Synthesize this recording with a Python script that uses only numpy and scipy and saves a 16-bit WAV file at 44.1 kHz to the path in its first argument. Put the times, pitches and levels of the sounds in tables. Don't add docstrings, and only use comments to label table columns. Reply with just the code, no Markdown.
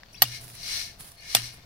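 import sys
import numpy as np
from scipy import signal
from scipy.fft import rfft, irfft, next_fast_len
from scipy.io import wavfile
from scipy.ndimage import map_coordinates

SR = 44100
rng = np.random.default_rng(int(sys.argv[2]) if len(sys.argv) > 2 else 0)


def dump(signal):
    limited = np.clip(np.atleast_2d(signal).T, -1, 1)
    pcm = np.round(limited * 32767).astype(np.int16)
    wavfile.write(sys.argv[1], SR, pcm)


def volts_from_decibels(level):
    exponent = np.asarray(level, float) / 20
    return 10 ** exponent


N = 72765
RISE_S, LAG_S = 0.0003, 0.0003


def unit(x):
    return x / np.sqrt(np.mean(x ** 2) + 1e-20)


def along(points, hz):
    f, v = np.transpose(points)
    return np.interp(np.log(hz + 1), np.log(f + 1), v)


def wobble(rate):
    knots = rng.standard_normal(int(N * rate / SR) + 4)
    return map_coordinates(knots, [np.arange(N) * rate / SR])


def filtered(x, response):
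    m = 2 * next_fast_len(N // 2 + 4096)
    return irfft(rfft(x, m) * response(np.fft.rfftfreq(m, 1 / SR)), m)[..., :N]


def causal(db):
    c = irfft(db * np.log(10) / 20)
    m = len(c) // 2
    folded = np.concatenate([c[:1], 2 * c[1:m], np.zeros(m)])
    return np.exp(rfft(folded))[:len(db)]


# f/Hz, correlation (0 to 1)
LIKENESS = [(60, 0.98), (300, 0.85), (700, 0.3), (1400, 0.066)]


def rush(gain, grit_db):
    def turn(hz):
        return np.arccos(np.clip(along(LIKENESS, hz), -1, 1)) / 2

    grains = rng.standard_normal((2, N)) * volts_from_decibels(grit_db * wobble(700))
    mid, side = filtered(grains, lambda hz: gain(hz) * [np.cos(turn(hz)), np.sin(turn(hz))])
    return unit(np.array([mid + side, mid - side]))


def fade(s, t60, rise):
    t = np.maximum(np.arange(N) / SR - s - np.array([[LAG_S], [0]]), 0)
    return t, volts_from_decibels(-60 * t / t60) * (1 - np.exp(-t / rise))


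def ring(s, hz, db, t60, left_db=0, rise=RISE_S, apart=3, shaky_db=4.5, shakes=300):
    out = np.zeros((2, N))
    at = slice(int(s * SR), min(N, int((s + 1.488 * t60) * SR)))
    t = np.maximum(np.arange(N)[at] / SR - s - np.array([[LAG_S], [0]]), 0)
    shake = map_coordinates(rng.standard_normal(200), [np.minimum(shakes * t[1], 190)])
    level = db + np.array([[left_db], [0]]) + shaky_db * shake - 60 * t / t60
    port_phase = apart * rng.uniform(-1.53, 1, (2, 1))
    phase = 2 * np.pi * hz * t[1] + 0.17 * shaky_db * shake[::-1] + port_phase
    out[:, at] = volts_from_decibels(level) * (1 - np.exp(-t / rise)) * np.sin(phase)
    return out


# t/s, level/dB
RUMBLE_SWELL = [(0, -59.5), (.25, -53.5), (.45, -54), (.6, -51), (.75, -51.5), (.9, -52.5), (1.0, -53),
                (1.2, -59.5), (1.42, -53), (1.65, -57)]
# f/Hz, level/dB
RUMBLE_COLOUR = [(20, -3), (45, -1), (120, -3.5), (250, -13), (450, -19), (900, -30)]
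# f/Hz, level/dB
HISS_COLOUR = [(150, -7), (330, -7.5), (680, -1), (1000, -5.5), (2000, -8), (4000, -10.5), (7000, -19),
               (16000, -30)]


def yard():
    t = np.arange(N) / SR
    rumble_db = np.interp(t, *np.transpose(RUMBLE_SWELL)) + 1.5 * wobble(14.76)
    rumble = volts_from_decibels(rumble_db) * rush(lambda hz: volts_from_decibels(along(RUMBLE_COLOUR, hz)), grit_db=0.0)
    hiss = volts_from_decibels(-60 + 1.2 * wobble(5.8)) * rush(lambda hz: volts_from_decibels(along(HISS_COLOUR, hz)), grit_db=3)
    insect_hz, width_hz = 4440, 260
    song = rush(lambda hz: 1 / (1 + ((hz - insect_hz) / width_hz * 2) ** 4), grit_db=0)
    fading = volts_from_decibels(-6 * np.clip(t / 0.23, 0, 1))
    return rumble + hiss + volts_from_decibels(-67 + 4.4 * wobble(90)) * fading * song


# t/s, level/dB
MOTOR_SWELL = [(0, -89), (.3, -67.5), (.85, -64.5), (1.1, -68), (1.65, -71.5)]


def motor():
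    hum_hz, width_hz = 685, 36
    level_db = np.interp(np.arange(N) / SR, *np.transpose(MOTOR_SWELL))
    return volts_from_decibels(level_db) * rush(lambda hz: 1 / (1 + ((hz - hum_hz) / width_hz * 2) ** 2), grit_db=-2)


# start t/s, length/s, from f/Hz, to f/Hz, level/dB
BIRD_NOTES = [
    (0.13, 0.0054, 5200, 6230, -51),
    (0.141, 0.011, 2250, 2870, -48.5),
    (0.154, 0.0098, 2950, 3660, -46.5),
    (0.14, 0.0073, 4400, 5200, -58),
    (0.145, 0.012, 5100, 5860, -46.5),
    (0.164, 0.036, 4600, 4660, -57),
    (0.165, 0.027, 3950, 4030, -54.5),
    (1.169, .045, 4200, 4520, -54.5),
    (1.616, 0.017, 3700, 3590, -65),
]


def bird():
    t, whistle = np.arange(N) / SR, np.zeros(N)
    for s, length, from_hz, to_hz, db in BIRD_NOTES:
        u = np.clip((t - s) / length, 0, 1)
        hz = from_hz * (to_hz / from_hz) ** u
        tone = np.sin(2 * np.pi * np.cumsum(hz) / SR)
        whistle += volts_from_decibels(db + 1.6 * wobble(220)) * np.sin(np.pi * u ** 1.3) * tone
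    echo = rng.standard_normal((2, 6000)) * volts_from_decibels(-60 * np.arange(6000) / SR / 0.18)
    echo = echo / np.linalg.norm(echo[0])
    return whistle + volts_from_decibels(-4.5) * signal.fftconvolve(whistle[None], echo, axes=1)[:, :N]


# peak t/s, level/dB, rise/ms, fall/ms, handle level/dB
BROOM_STROKES = [
    (0.186, -59.5, 66, 75, 7),
    (.28, -45.5, 58, 35, -3),
    (0.338, -41, 46, 63, 4.5),
    (0.756, -33, 131, 111.6, -1.5),
    (1.249, -52, 66, 310, 10),
    (1.336, -38.5, 66.5, 108, -1.3),
    (1.447, -41, 37, 67, 0),
]
# f/Hz, level/dB
BRISTLE_COLOUR = [(300, -32), (1200, -19), (2000, -14), (3300, -11.5), (5000, -8), (7000, -14.5),
                  (11000, -14.5), (16000, -23.5)]
# f/Hz, width/Hz, level/dB
HEAD_MODES = [(4054, 115, 0.5), (4400, 140, -2.5), (4820, 26, -1), (5630, 350, -5.5), (6110, 410, -9),
              (9260, 1230, -8)]
# f/Hz, width/Hz, level/dB
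HANDLE_MODES = [(1773, 156, -9), (2169, 87, -2.5), (2393, 280, -10.5), (2855, 71, -7)]


def broom():
    def peaks(modes, f):
        return sum(volts_from_decibels(db) ** 2 / (1 + ((f - c) / w * 2) ** 2) ** 2 for c, w, db in modes)

    t = np.arange(N) / SR
    head_power, handle_power = np.zeros(N), np.zeros(N)
    for s, db, rise_ms, fall_ms, handle_db in BROOM_STROKES:
        away = np.abs(1000 * (t - s) / np.where(t < s, rise_ms, fall_ms))
        swell = volts_from_decibels(db - 10 * away ** 1.78) ** 2
        head_power += swell
        handle_power += swell * volts_from_decibels(handle_db) ** 2
    head = rush(lambda f: np.sqrt(volts_from_decibels(along(BRISTLE_COLOUR, f)) ** 2 + peaks(HEAD_MODES, f)), grit_db=1.0)
    handle = volts_from_decibels(-9.5) * rush(lambda f: np.sqrt(peaks(HANDLE_MODES, f)), grit_db=1.0)
    head = volts_from_decibels(0.41 * wobble(38.9)) * np.sqrt(head_power) * head
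    return head + volts_from_decibels(1.1 * wobble(29.95)) * np.sqrt(handle_power) * handle


# t/s, level/dB, f/Hz, t60/s
PEBBLE_TICK = (.0336, -31, 1750, .005)


def pebble():
    s, db, hz, t60 = PEBBLE_TICK
    grain = rush(lambda f: f / (f + 1500) / (1 + (f / 7000) ** 6), grit_db=0)
    out = volts_from_decibels(db - 11) * fade(s, t60, 0.0002)[1] * grain
    for ratio, over_db in [(1, 2), (0.7, -5), (1.5, -6), (2.1, -13)]:
        out = out + ring(s, ratio * hz, db + over_db, t60, rise=0.0002, apart=0.1, shaky_db=0)
    return out


# start t/s, length/s, level/dB
HUSK_RUSTLES = [
    (0.129, 0.033, -56.5),
    (0.275, 0.18, -58),
    (0.411, 0.063, -46.5),
    (0.481, 0.052, -47.5),
    (0.535, .04, -46),
    (0.998, 0.028, -38.5),
    (1.04, 0.1, -47.5),
    (1.52, 0.053, -53.5),
]
# t/s, level/dB
FIBRE_SNAPS = [
    (.4715, -38),
    (.4805, -35),
    (.4895, -38),
    (.5015, -38),
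    (.5185, -43),
    (.5525, -37),
    (1.0015, -40),
    (1.0085, -29),
    (1.1185, -39),
    (1.2085, -47),
]
# f/Hz, level/dB
FIBRE_COLOUR = [(150, -21), (900, -11.5), (2500, -11.5), (6000, -14), (8000, -8), (10200, 1.5), (12000, -8),
                (16000, -11.5)]


def husk():
    def colour(hz):
        return volts_from_decibels(along(FIBRE_COLOUR, hz))

    t = np.arange(N) / SR
    rub = np.zeros(N)
    for s, length, db in HUSK_RUSTLES:
        onset = 1 / (1 + np.exp(np.clip((s - t) / 0.0049, -50, 50)))
        rub += volts_from_decibels(db) * onset * volts_from_decibels(-8 * np.maximum(t - s, 0) ** 2 / length ** 2)
    snap = sum(volts_from_decibels(db + 3) * fade(s - 0.001, 0.0077, 0.00021)[1] for s, db in FIBRE_SNAPS)
    dull = rush(lambda hz: 1 / (1 + (hz / 5000) ** 4) * hz / (hz + 800), grit_db=1)
    rustle = rub * volts_from_decibels(2.2 * wobble(79.7)) * rush(colour, grit_db=0.5)
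    return rustle + snap * rush(colour, grit_db=2.0) + volts_from_decibels(-28.0) * snap * dull


# t/s, f/Hz, level/dB, t60/s
GROUND_THUDS = [(.222, 121, -40, 1.1), (.2205, 290, -38, .025), (.2345, 250, -37, .04),
                (.253, 230, -42, .04), (.254, 2860, -42, .06), (.538, 420, -48, .03),
                (1.002, 150, -42, .06), (1.349, 250, -37, .04), (1.382, 220, -36, .035),
                (1.352, 120, -41, .9), (1.368, 2790, -29, .045), (1.367, 1875, -33, .06),
                (1.3655, 5700, -30, .015)]


def thuds():
    return sum(ring(*row, rise=0.00043, apart=0.077, shakes=18) for row in GROUND_THUDS)


# t/s, ring level/dB, crack level/dB, tilt/(dB per octave), which blow
CONTACTS = [
    (.2192, -43, -29, -1.5, 0),
    (.2198, -15.5, -13.5, 0, 0),
    (.2346, -30, -35, -8, 0),
    (1.3483, -19, -26, -10, 1),
    (1.3492, -18, -12.5, 0, 1),
    (1.3635, -35, -30, -3, 1),
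    (1.3663, -34, -26, -3, 1),
]
# f/Hz, level/dB, left over right/dB, t60/s
BLADE_MODES = [
    [(753, 0, 5.5, 0.023), (1028, -5, 1.5, 0.029), (1197, -3, 3.5, 0.03), (1900, -5.5, 5, 0.03),
     (2903, -3.5, 2.5, 0.031), (3605, -4, -2, 0.048), (4336, -7.5, 4.5, 0.034), (4736, -9.5, 1.5, 0.047),
     (6024, -11.5, 2, 0.054), (8030, 4, -7.5, 0.027), (10080, 8.5, -7, .022), (11880, 13.5, -5, 0.034),
     (14700, -5, 10.5, 0.031), (15860, -6.5, 2.5, .07)],
    [(766, 1, 6, 0.012), (1106, -2.5, 6.5, 0.0094), (1216, -2, -0.5, 0.011), (1820, -8.5, 0, .035),
     (2750, -26, -15, .035), (3540, -7, -3, 0.037), (4430, -2, -7, 0.036), (4760, -6, 1.5, .03),
     (5990, -6, 1.5, 0.0254), (8100, -2, -2, 0.065), (10160, 7, -12, 0.019), (11850, 6.5, 0, .036),
     (13950, 8, 2, 0.021), (14800, -10, -9, 0.027)],
]
# f/Hz, level/dB
CRACK_COLOUR = [(250, -32), (500, -9.5), (1000, -6), (3300, 1), (7000, -4.5), (10000, 1.5), (13000, -10),
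                (15500, -11), (16500, -37)]


def blows():
    crack_t60, dust_t60, dust_db = 0.026, 0.22, -18
    env, out = np.zeros((2, N)), np.zeros((2, N))
    for s, ring_db, crack_db, tilt_db, blow in CONTACTS:
        for hz, db, left_db, t60 in BLADE_MODES[round(blow)]:
            level = ring_db + db + tilt_db * max(np.log2(hz / 1500), 0)
            apart = min((hz / 2500) ** 2, 2)
            out += ring(s, hz, level, t60, left_db, apart=apart, shaky_db=3.0, shakes=60 + hz / 30)
        crack = fade(s, crack_t60, RISE_S)[1]
        dust = volts_from_decibels(dust_db) * fade(s, dust_t60, 0.0008)[1]
        env += volts_from_decibels(crack_db) * (crack + dust)
    out += env * rush(lambda hz: volts_from_decibels(along(CRACK_COLOUR, hz)), grit_db=3.5)
    return filtered(out, lambda hz: causal(-10 * np.log10(1 + (600 / (hz + 200)) ** 6)))


def scene():
    return yard() + motor() + bird() + broom() + pebble() + husk() + thuds() + blows()


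# f/Hz, level/dB
LEFT_COLOUR = [(600, 1.5), (2500, 3), (5500, 8), (6800, 1), (8500, -8), (10500, -18), (12300, -2),
               (15000, 0)]


def ports(dry):
    return filtered(dry, lambda hz: np.array([causal(along(LEFT_COLOUR, hz)), 1 + 0 * hz]))


def top_cut(x):
    return signal.sosfilt(signal.butter(12, 16960, fs=SR, output="sos"), x)


def record(dry):
    ceiling, top_hz = 0.86, 15850
    x = ports(dry)
    x = x / (1 + np.abs(x / ceiling) ** 6) ** (1 / 6)
    x = filtered(x, lambda hz: 1 / (1 + (hz / top_hz) ** 120) + volts_from_decibels(-34) / (1 + (hz / 16700) ** 120))
    return top_cut(x)


dry = scene()
out = record(dry)
dump(out)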